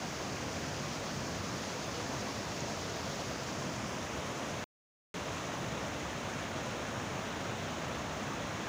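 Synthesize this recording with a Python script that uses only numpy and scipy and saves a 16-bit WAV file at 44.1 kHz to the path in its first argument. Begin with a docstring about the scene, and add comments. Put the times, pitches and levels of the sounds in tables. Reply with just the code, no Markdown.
"""River in flood, from the bank

Muddy water rushes over boulders: its low rumble swells briefly, rapids foam with countless bubbles,
spray fizzes and two drops tick close by. One hand-held microphone turns from the far wall to face
downstream, and its housing hollows the treble. Midway the signal drops out for half a second."""
import sys
import numpy as np
from scipy import signal
from scipy.fft import rfft, irfft, next_fast_len
from scipy.io import wavfile

SR = 44100
rng = np.random.default_rng(int(sys.argv[2]) if len(sys.argv) > 2 else 0)


def master_out(mix):
    """Clip the mix to full scale and print it as 16-bit PCM to the path in sys.argv[1]."""
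    frames = np.transpose(np.atleast_2d(mix))
    ceiling = np.clip(frames, -1, 1)
    pcm = np.round(ceiling * 32767).astype(np.int16)
    wavfile.write(sys.argv[1], SR, pcm)


N = 382788

# spectrum of the rushing water at the bank: frequency_hz, level_db
WATER_SPECTRUM = [(25, -90), (40, -88), (65, -70.5), (110, -66.5), (220, -67.5), (420, -72.5), (540, -71),
                  (680, -71.5), (800, -74.5), (1100, -74.5), (2200, -80), (3500.0, -82), (6500.0, -86.5),
                  (15000.0, -95.5)]


def from_db(db):
    """Decibels to gain."""
    return 10 ** (np.asarray(db) / 20)


def unit_rms(x):
    """Scale to an rms of 1."""
    return x / np.sqrt(np.mean(x ** 2) + 1e-20)


def at_hz(points, hz):
    """Read rows of (frequency_hz, value) on a log-frequency axis."""
    frequencies, values = np.transpose(points)
    return np.interp(np.log(np.maximum(hz, 1)), np.log(frequencies), values)


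def colour(x, points):
    """Filter by rows of (frequency_hz, gain_db)."""
    size = next_fast_len(N + SR // 10)
    hz = np.arange(size // 2 + 1) * SR / size
    return irfft(rfft(x, size) * from_db(at_hz(points, hz)), size)[:N]


def drift(rate_hz):
    """A smooth random wander of rms 1, mostly slower than rate_hz."""
    step, settle = 40, 2000
    pole = np.exp(-2 * np.pi * rate_hz * step / SR)
    noise = rng.standard_normal(N // step + settle + 2)
    slow = signal.lfilter([1], [1, -2 * pole, pole * pole], noise)[settle:]
    return np.interp(np.arange(N) / step, np.arange(len(slow)), unit_rms(slow))


def microphone_turn():
    """The swing downstream shifts the balance of rapids and spray and moves two treble dips."""
    # path of the hand: time_s, turn (0 = facing the far wall, 1 = facing downstream)
    swing = [(0, 0.089), (3.25, 0.0033), (3.8, 0.23), (4.4, .5), (5.3, 0.61), (6.2, 0.82), (8.65, 0.97)]
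    # pickup facing the wall, half turned and downstream: rapids_db, spray_db, lower_dip_hz, upper_dip_hz
    pickup = [(-1.5, 0.74, 3700, 11800), (-0.5, .8, 4700, 14000), (1.06, -0.94, 4780, 12300)]
    turn = np.interp(np.arange(N) / SR, *np.transpose(swing))
    curves = [np.interp(turn, [0, 0.5, 1], column) for column in np.transpose(pickup)]
    dip_depth = np.interp(turn, [0, 0.25], [0.18, 0.55])   # deepens early in the turn, then stays
    return *curves, dip_depth


def housing_shade(x, hz, depth, q, block=512):
    """The microphone housing shades a moving band, taking away the share given by depth."""
    band, state = np.zeros(N), np.zeros(2)
    for i in range(0, N, block):
        angle = 2 * np.pi * hz[i] / SR
        damp = np.sin(angle) / (2 * q)
        b = np.array([damp, 0, -damp]) / (1 + damp)
        a = np.array([1 + damp, -2 * np.cos(angle), 1 - damp]) / (1 + damp)
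        band[i:i + block], state = signal.lfilter(b, a, x[i:i + block], zi=state)
    return x - depth * band


def drops(swell_s, gain_db):
    """Each drop traps a tiny bubble whose ring swells and dies within a few milliseconds."""
    # drops close to the microphone: start_s, level_db, pitch_hz
    close_drops = [(2.606, -29, 6640), (6.3375, -38, 6400)]
    out = np.zeros(N)
    for start_s, level_db, pitch_hz in close_drops:
        age = np.maximum(np.arange(N) / SR - start_s, 0)
        envelope = (age / swell_s * np.exp(1 - age / swell_s)) ** 2
        out += from_db(level_db + gain_db) * envelope * np.sin(2 * np.pi * pitch_hz * age)
    return out


def pings(gain_db, ring_at_1khz_s, rise, spread_db, low_hz=450.3, high_hz=10780, count=2400):
    """Many faint, short, slightly rising pings give the rush a ringing grain; high ones die sooner."""
    out = np.zeros(N)
    for when, height, strength in rng.random((count, 3)):
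        start = int(when * N)
        hz = low_hz * (high_hz / low_hz) ** height
        decay_s = ring_at_1khz_s * np.sqrt(1000 / hz)
        age = np.arange(min(int(6 * decay_s * SR), N - start)) / SR
        note = np.sin(2 * np.pi * hz * age * (1 + rise * age / decay_s)) * np.exp(-age / decay_s)
        gain = from_db(gain_db + at_hz(WATER_SPECTRUM, hz) + spread_db * strength) / np.sqrt(decay_s)
        out[start:start + len(age)] += gain * note
    return out


def bubble_pops(per_s, spread_db):
    """Bubbles are born as clicks at random moments, many weak and a few strong."""
    births = np.flatnonzero(rng.random(N) < per_s / SR)
    strength_db = spread_db * np.minimum(rng.exponential(1, len(births)), 4)
    clicks = np.zeros(N)
    clicks[births] = from_db(strength_db) * rng.choice([-1, 1], len(births))
    return unit_rms(clicks)


def surge_db(hz, half_width_s=0.16, half_width_octaves=1.2):
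    """The water's low rumble swells briefly, each surge lifting the bands around its own pitch."""
    # brief swells in the rumble: peak_s, swell_db, pitch_hz
    surges = [(.1, 2.1, 120), (.65, 1.4, 120), (1.17, 1.7, 180), (1.42, 2.5, 130), (2.17, 3, 640),
              (3.68, 3, 170), (4.38, 1.5, 480), (5.68, 1.8, 130), (7.05, 1.0, 130), (7.57, 1.5, 110),
              (8.08, 0, 450), (8.6, 1.6, 110)]
    t = np.linspace(0, N / SR, 1000)
    lift_db = np.zeros(len(t))
    for peak_s, swell_db, pitch_hz in surges:
        time_offset = (t - peak_s) / half_width_s
        pitch_offset = np.log2(hz / pitch_hz) / half_width_octaves
        lift_db += swell_db * np.exp(-time_offset ** 2 - pitch_offset ** 2)
    return np.interp(np.arange(N) / SR, t, lift_db)


def river(rapids_db, spray_db, churn_db, bubble_share, fizz_share, bubbles_per_s, fizz_per_s):
    """Each half octave is one size of bubble: far ones merge to a wash, near ones ring a few cycles."""
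    zones_hz = (350, 1507, 5506)   # where churn, rapids and spray each dominate
    splash_db = 0.36 * drift(rate_hz=17)   # a splash lifts all of the spray at once
    edges_hz = np.geomspace(22, 17000, 20)
    out = np.zeros(N)
    for low, high in zip(edges_hz, edges_hz[1:]):
        hz = np.sqrt(low * high)
        # each zone's share of this band
        churn, rapids, spray = [at_hz(list(zip(zones_hz, row)), hz) for row in np.eye(3)]
        near_share = bubble_share * (rapids + churn / 2) + fizz_share * spray
        pops = bubble_pops(bubbles_per_s * (1 - spray) + fizz_per_s * spray, spread_db=3.0)
        far_wash = np.sqrt(1 - near_share) * rng.standard_normal(N)
        bandpass = signal.butter(2, [low, high], "band", fs=SR, output="sos")
        band = signal.sosfilt(bandpass, far_wash + np.sqrt(near_share) * pops)
        gurgle_db = 0.5 * drift(rate_hz=18)   # each size of bubble comes in clouds of its own
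        flow_db = churn * churn_db + rapids * rapids_db + spray * (spray_db + splash_db)
        out += band * from_db(flow_db + gurgle_db + surge_db(hz))
    return colour(out * np.sqrt(SR / 2), WATER_SPECTRUM)


def scene():
    """The river as it reaches the turning microphone on the bank."""
    rapids_db, spray_db, lower_dip_hz, upper_dip_hz, dip_depth = microphone_turn()
    water = river(rapids_db, spray_db, churn_db=-0.06, bubble_share=0.2, fizz_share=0.17,
                  bubbles_per_s=300, fizz_per_s=600)
    water += pings(gain_db=0.7, ring_at_1khz_s=0.018, rise=0.006, spread_db=12.5)
    water = housing_shade(water, lower_dip_hz, dip_depth, q=1.7)
    water = housing_shade(water, upper_dip_hz, dip_depth, q=1.4)
    return np.array([water + drops(swell_s=0.00049, gain_db=-3.5)] * 2)


def record(dry):
    """One microphone feeds both channels, with a faint hiss, a brief dropout and a steep top cut."""
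    # treble response of the microphone: frequency_hz, gain_db
    response = [(3500.0, -0.2), (5300.0, 2.5), (6600.0, 3.5), (7400.0, -3), (8100.0, -9), (10000.0, -9.5),
                (11800.0, -12.5), (13900.0, -12)]
    # thin steady hiss at the very top: frequency_hz, level_db
    hiss_spectrum = [(13000, -160), (14000, -117), (14650, -100.4), (15400, -100.4)]
    dropout_start_s, dropout_end_s, cutoff_hz = 4.6412, 5.1412, 15550
    hiss = colour(rng.standard_normal(N) * np.sqrt(SR / 2), hiss_spectrum)
    sound = colour(dry.mean(axis=0), response) + hiss
    t = np.arange(N) / SR
    sound *= (t < dropout_start_s) | (t > dropout_end_s)
    sound = signal.sosfilt(signal.ellip(12, 0.1, 70, cutoff_hz, fs=SR, output="sos"), sound)
    return np.array([sound, sound])


dry = scene()
out = record(dry)
master_out(out)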